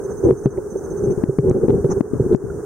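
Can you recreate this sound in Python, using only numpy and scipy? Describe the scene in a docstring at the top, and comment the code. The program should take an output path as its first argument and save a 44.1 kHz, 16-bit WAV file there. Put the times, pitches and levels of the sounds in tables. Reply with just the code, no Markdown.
"""Hand-held camera over still water

Fingers rub, bump and once scuff the case, which hums near 400 Hz; some taps land right by the
left microphone. The lens motor chirps in short steps over steady hiss, with tiny clicks and
a faint drip-like blip near the end. A limiter ducks everything after each hard bump."""
import sys
import numpy as np
from scipy.fft import rfft, irfft, next_fast_len
from scipy.io import wavfile
from scipy.ndimage import uniform_filter1d, map_coordinates

SR = 44100
rng = np.random.default_rng(int(sys.argv[2]) if len(sys.argv) > 2 else 0)


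def dump(signal):
    """Clip the signal to [-1, 1] and save it as 16-bit WAV at the path in sys.argv[1]."""
    limited = np.clip(np.atleast_2d(signal).T, -1, 1)
    pcm = np.round(limited * 32767).astype(np.int16)
    wavfile.write(sys.argv[1], SR, pcm)


N = 116865


def amp(db):
    """Decibels to gain."""
    return 10 ** (np.asarray(db) / 20)


def unit_rms(x):
    """Scale to rms 1."""
    return x / np.sqrt(np.mean(x ** 2) + 1e-20)


def log_interp(points, hz):
    """Interpolate (f/Hz, value) points on a log axis."""
    f, v = np.transpose(points)
    return np.interp(np.log(hz + 1), np.log(f + 1), v)


def pan(db):
    """Stereo gains for a left-minus-right level."""
    return amp([[db / 2], [-db / 2]])


def wobble(rate_hz):
    """Smooth random curve, rate_hz knots a second."""
    knots = rng.standard_normal(int(N * rate_hz / SR) + 4)
    return map_coordinates(knots, [np.arange(N) * rate_hz / SR])


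def filtered(x, response):
    """Zero-phase filter with gain response(hz)."""
    size = next_fast_len(N + SR // 2)
    return irfft(rfft(x, size) * response(np.fft.rfftfreq(size, 1 / SR)), size)[..., :N]


def noise(spectrum, coherence):
    """Coloured stereo noise, rms 1, of given left-right coherence."""
    def mid_side_gains(hz):
        angle = np.arccos(np.clip(log_interp(coherence, hz), -1, 1)) / 2
        return amp(log_interp(spectrum, hz)) * [np.cos(angle), np.sin(angle)]
    mid, side = filtered(rng.standard_normal((2, N)), mid_side_gains)
    return unit_rms(np.array([mid + side, mid - side]))


def levelled(x, span_s):
    """Hold a noise's level steady over spans longer than span_s."""
    power = uniform_filter1d(np.mean(x ** 2, axis=0), int(span_s * SR))
    return x / np.sqrt(np.abs(power) + 1e-6)


# hiss spectrum: f/Hz, relative density/dB
HISS_SPECTRUM = [(2500, -34.5), (4300, -21.5), (5200, -7), (6200, 5.5), (7500, -1), (8900, 5), (9600, 1),
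                 (10400, -8.5), (15800, -8.5)]


def microphone_hiss():
    """Steady treble noise, nearly independent left and right."""
    return amp(-51.5) * noise(HISS_SPECTRUM, coherence=[(6000, .03)])


# hum spectrum: f/Hz, relative density/dB
HUM_SPECTRUM = [(20, -27.5), (70, -10.5), (130, -10), (260, -13.5), (340, -7), (402, 3), (470, -9.5),
                (640, -23.5), (760, -24), (1000, -28), (1550, -31), (1900, -45.5), (2400, -62), (3500, -73)]
# hum stereo image: f/Hz, coherence/0-1
HUM_COHERENCE = [(50, .9), (130, 0.64), (400, 0.75), (1500, 0.83), (4000, .3)]


def case_hum():
    """The held case hums throughout: noise peaking near 400 Hz, its level wavering."""
    level_db = -26.5 + 1.8 * wobble(rate_hz=27)
    hum = levelled(noise(HUM_SPECTRUM, HUM_COHERENCE), span_s=.093)
    return pan(db=-1.5) * amp(level_db) * hum


# motor runs: t/s, step count, level/dB
MOTOR_RUNS = [(.036, 4, -47.5), (0.369, 3, -48), (0.702, 7, -47)]


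def lens_motor(t):
    """Evenly spaced whines on the right, a little higher at both ends of each step."""
    period_s, whine_s, whine_hz, bend_hz = .0667, .029, 6192, 132.6
    out = np.zeros(N)
    for start_s, steps, db in MOTOR_RUNS:
        running = (t >= start_s) & (t < start_s + steps * period_s)
        in_step_s = (t - start_s) % period_s
        edge = np.minimum(np.abs(2 * in_step_s / whine_s - 1), 1)  # 0 mid-whine, 1 at its ends
        hz = whine_hz + bend_hz * edge ** 4 + 18 * wobble(rate_hz=150)
        envelope = running * np.sqrt(1 - edge ** 6)
        out += amp(db) * envelope * np.sin(2 * np.pi * np.cumsum(hz) / SR)
    return pan(db=-13) * out


# clicks, last row the blip: t/s, level/dB, f/Hz, half-width/s
CLICKS_AND_BLIP = [(0.575, -42.5, 1880, 0.0012), (1.079, -53.5, 2470, .0006), (1.11, -50, 2540, 0.00081),
                   (1.408, -47, 6200, 0.00058), (1.4977, -35, 6920, 0.00091), (2.331, -44, 2740, 0.0005),
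                   (2.361, -34, 6100, 0.001), (2.503, -37.5, 1450, 0.0055)]


def clicks_and_blip(t):
    """Puffs of band noise: tiny clicks, and near the end one faint pitched blip like a water drip."""
    out = np.zeros(N)
    for peak_s, db, pitch_hz, width_s in CLICKS_AND_BLIP:
        width_oct = .41 * np.sqrt(.00072 / width_s)  # longer is purer
        white = rng.standard_normal(N)
        band = filtered(white, lambda hz: np.exp(-(np.log2((hz + 1) / pitch_hz) / width_oct) ** 2))
        out += amp(db) * unit_rms(band) * np.exp(-((t - peak_s) / width_s) ** 2)
    return pan(db=-3.5) * out


# scuff: t/s, level/dB, Gaussian sigma/s
SKIN_SCUFF = (1.917, -28, 0.0095)
# scuff spectrum: f/Hz, relative density/dB
SKIN_SPECTRUM = [(300, -19.5), (850, 8), (1300, -2.5), (2200, -20), (3200, -37), (4500, -46), (5400, -12.5),
                 (6400, 0), (7300, -21), (9000, -25), (15000, -48.5)]


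def skin_scuff(t):
    """One brief dry hiss of skin sliding across the shell."""
    peak_s, db, sigma_s = SKIN_SCUFF
    envelope = np.exp(-((t - peak_s) / sigma_s) ** 2 / 2)
    return pan(db=-.5) * amp(db) * envelope * noise(SKIN_SPECTRUM, coherence=[(1000, .23)])


# finger drags: t/s, length/s, level/dB, rise/share of length, rumble/dB re level
FINGER_DRAGS = [(.228, 0.066, -8, 0.5, -11.5), (0.287, .06, -8.5, 0, -15.5), (0.556, 0.043, -17, 0.7, -9.5),
                (.715, 0.022, -32.5, 0.4, 3), (0.751, 0.026, -17.5, 0.4, -14.5),
                (0.905, 0.049, -20.5, .5, -11.5), (0.979, 0.17, -16, 0.7, -6),
                (1.169, 0.024, -16.5, 0.7, -11), (1.417, 0.12, -10.5, .65, -5.5),
                (1.542, 0.079, -14, 0.1, -7), (1.609, 0.069, -12, 0.4, -7), (1.68, .032, -7, 0.6, -12.5),
                (1.708, 0.13, -15, 0.1, -2.5), (1.842, .04, -14, 0, -1.5), (1.887, 0.076, -17, 0, -4.5),
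                (1.956, 0.039, -15.5, .55, -11), (2.096, 0.12, -27.5, 0.4, 3), (2.193, .1, -20, .4, -4.5),
                (2.29, .06, -10, 1, -8.5), (2.402, 0.23, -28.5, 0.4, 0.5)]
# rubbed case spectrum: f/Hz, relative density/dB
RUB_SPECTRUM = [(100, -35.5), (220, -14.5), (300, -9), (395, 4.5), (460, -6), (560, -17.5), (680, -36),
                (800, -26), (1200, -48), (1800, -57), (2600, -70.5), (5000, -82.5)]
# camera shake spectrum: f/Hz, relative density/dB
RUMBLE_SPECTRUM = [(20, -16.5), (45, -4), (80, 2.5), (130, 3.5), (190, 2), (260, -5), (400, -26.5),
                   (800, -69)]
# stereo image of both: f/Hz, coherence/0-1
CASE_COHERENCE = [(50, 1), (130, 0.66), (400, 0.94), (1500, 0.1), (4000, .5)]


def finger_rubs(t):
    """Each drag swells and lets go, ringing the case and shaking the whole camera."""
    force, shake = np.zeros((2, N))
    for start_s, length_s, db, rise, rumble_db in FINGER_DRAGS:
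        crest_s = start_s + length_s * np.clip(rise, .05, .95)
        drag = amp(db) * np.interp(t, [start_s, crest_s, start_s + length_s], [0, 1, 0]) ** .74
        force += drag
        shake += amp(rumble_db) * drag
    case = force * levelled(noise(RUB_SPECTRUM, CASE_COHERENCE), span_s=.018)
    flutter = amp(1.6 * wobble(rate_hz=70))
    rumble = shake * levelled(noise(RUMBLE_SPECTRUM, CASE_COHERENCE), span_s=.11)
    return flutter * (case + rumble)


def struck_mode(age_s, hz, t60_s, contact_s=.0019):
    """Softly struck decaying mode, silent before age 0."""
    age_s = np.maximum(age_s, 0)
    attack = 1 - np.exp(-(age_s / contact_s) ** 2)
    return np.sin(2 * np.pi * hz * age_s) * amp(-60 * age_s / t60_s) * attack


# knocks on the case: t/s, push/dB, ring/dB, thud/dB, tick/dB, left minus right/dB
CASE_BUMPS = [(.249, -5.5, -4, -12.5, -31, -3), (0.3065, -26.5, -1, -6, -27.5, 1),
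              (0.322, -29.5, -36, -8, -42.5, 0), (.459, 7.5, -4, 5.5, -18, 0.5), (.4645, 4, 1, 2, -26, 2.5),
              (1.174, -40, -18, -11.5, -59, 7), (1.2376, -0.5, -43, -24, -23.5, 11.5),
              (1.2863, -33, -23, -4.5, -60, -5.5), (1.293, -33, -1.5, -16.5, -61, -2.5),
              (1.3866, 1.5, -1.5, -15.5, -19.5, 4), (1.3909, -17.5, -7, 2, -50, 1),
              (1.511, -1.5, -15, 0.5, -27, 2.5), (1.6829, -2, -0.5, -22, -28, 6.5),
              (1.695, -5, -13.5, -12.5, -32, -3.5), (1.7032, -11, -13.5, -8, -23.5, -3),
              (1.8445, -6, 0.5, -8.5, -29, 0), (2.0084, 3, -29.5, -16.5, -21, 12),
              (2.1343, -7, -36, -21, -39, 14.5), (2.158, -14, -24, -19, -56.5, 16),
              (2.198, -6.5, -2, -39, -56, 0), (2.204, -29, -29.5, -2.5, -50, -2.5),
              (2.262, -9.5, -22, -18.5, -49.5, 8.5), (2.3481, 0, -6, -7.5, -26, 21),
              (2.44, -12, -19, -16, -60, 13)]
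# tick spectrum: f/Hz, relative density/dB
TICK_SPECTRUM = [(300, 4.5), (900, 6), (1800, -9.5), (3200, -17), (4800, -23), (7000, -25), (15000, -41)]


def case_bumps(t):
    """Each knock: to-and-fro push, case ring, low thud, tick; the right microphone gets it first."""
    push_hz, push_width_s, tick_width_s, left_lag_s = 256, .0022, .0012, .00016
    out = np.zeros((2, N))
    for start_s, push_db, ring_db, thud_db, tick_db, pan_db in CASE_BUMPS:
        age_s = t - start_s - np.array([[left_lag_s], [0]])
        swing_s = age_s - .5 / push_hz  # 0 where the push reverses
        push = -np.sin(2 * np.pi * push_hz * swing_s) * np.exp(-(swing_s / push_width_s) ** 2)
        ring = struck_mode(age_s, hz=392.2, t60_s=.068)
        thud = struck_mode(age_s, hz=134.6, t60_s=.058)
        tick = noise(TICK_SPECTRUM, coherence=[(1000, .4)]) * np.exp(-(swing_s / tick_width_s) ** 2)
        body = amp(push_db) * push + amp(ring_db) * ring + amp(thud_db) * thud
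        out += pan(pan_db) * (body + amp(tick_db) * tick)
    return out


def scene():
    """Sum at the two microphones."""
    t = np.arange(N) / SR
    events = finger_rubs(t) + case_bumps(t) + clicks_and_blip(t) + skin_scuff(t) + lens_motor(t)
    return events + case_hum() + microphone_hiss()


def record(dry):
    """Stereo-linked limiter, fast attack and slow release, then a low-pass."""
    ceiling, release_s, cutoff_hz = .8, .11, 15800
    t = np.arange(N) / SR
    excess_nepers = np.log(np.maximum(np.abs(dry).max(axis=0) / ceiling, 1))
    release = np.exp(-t / release_s)
    cut_nepers = np.maximum.accumulate(excess_nepers / release) * release
    gain = np.exp(-uniform_filter1d(uniform_filter1d(cut_nepers, size=9), size=7))
    return filtered(dry * gain, lambda hz: hz < cutoff_hz)


dry = scene()
out = record(dry)
dump(out)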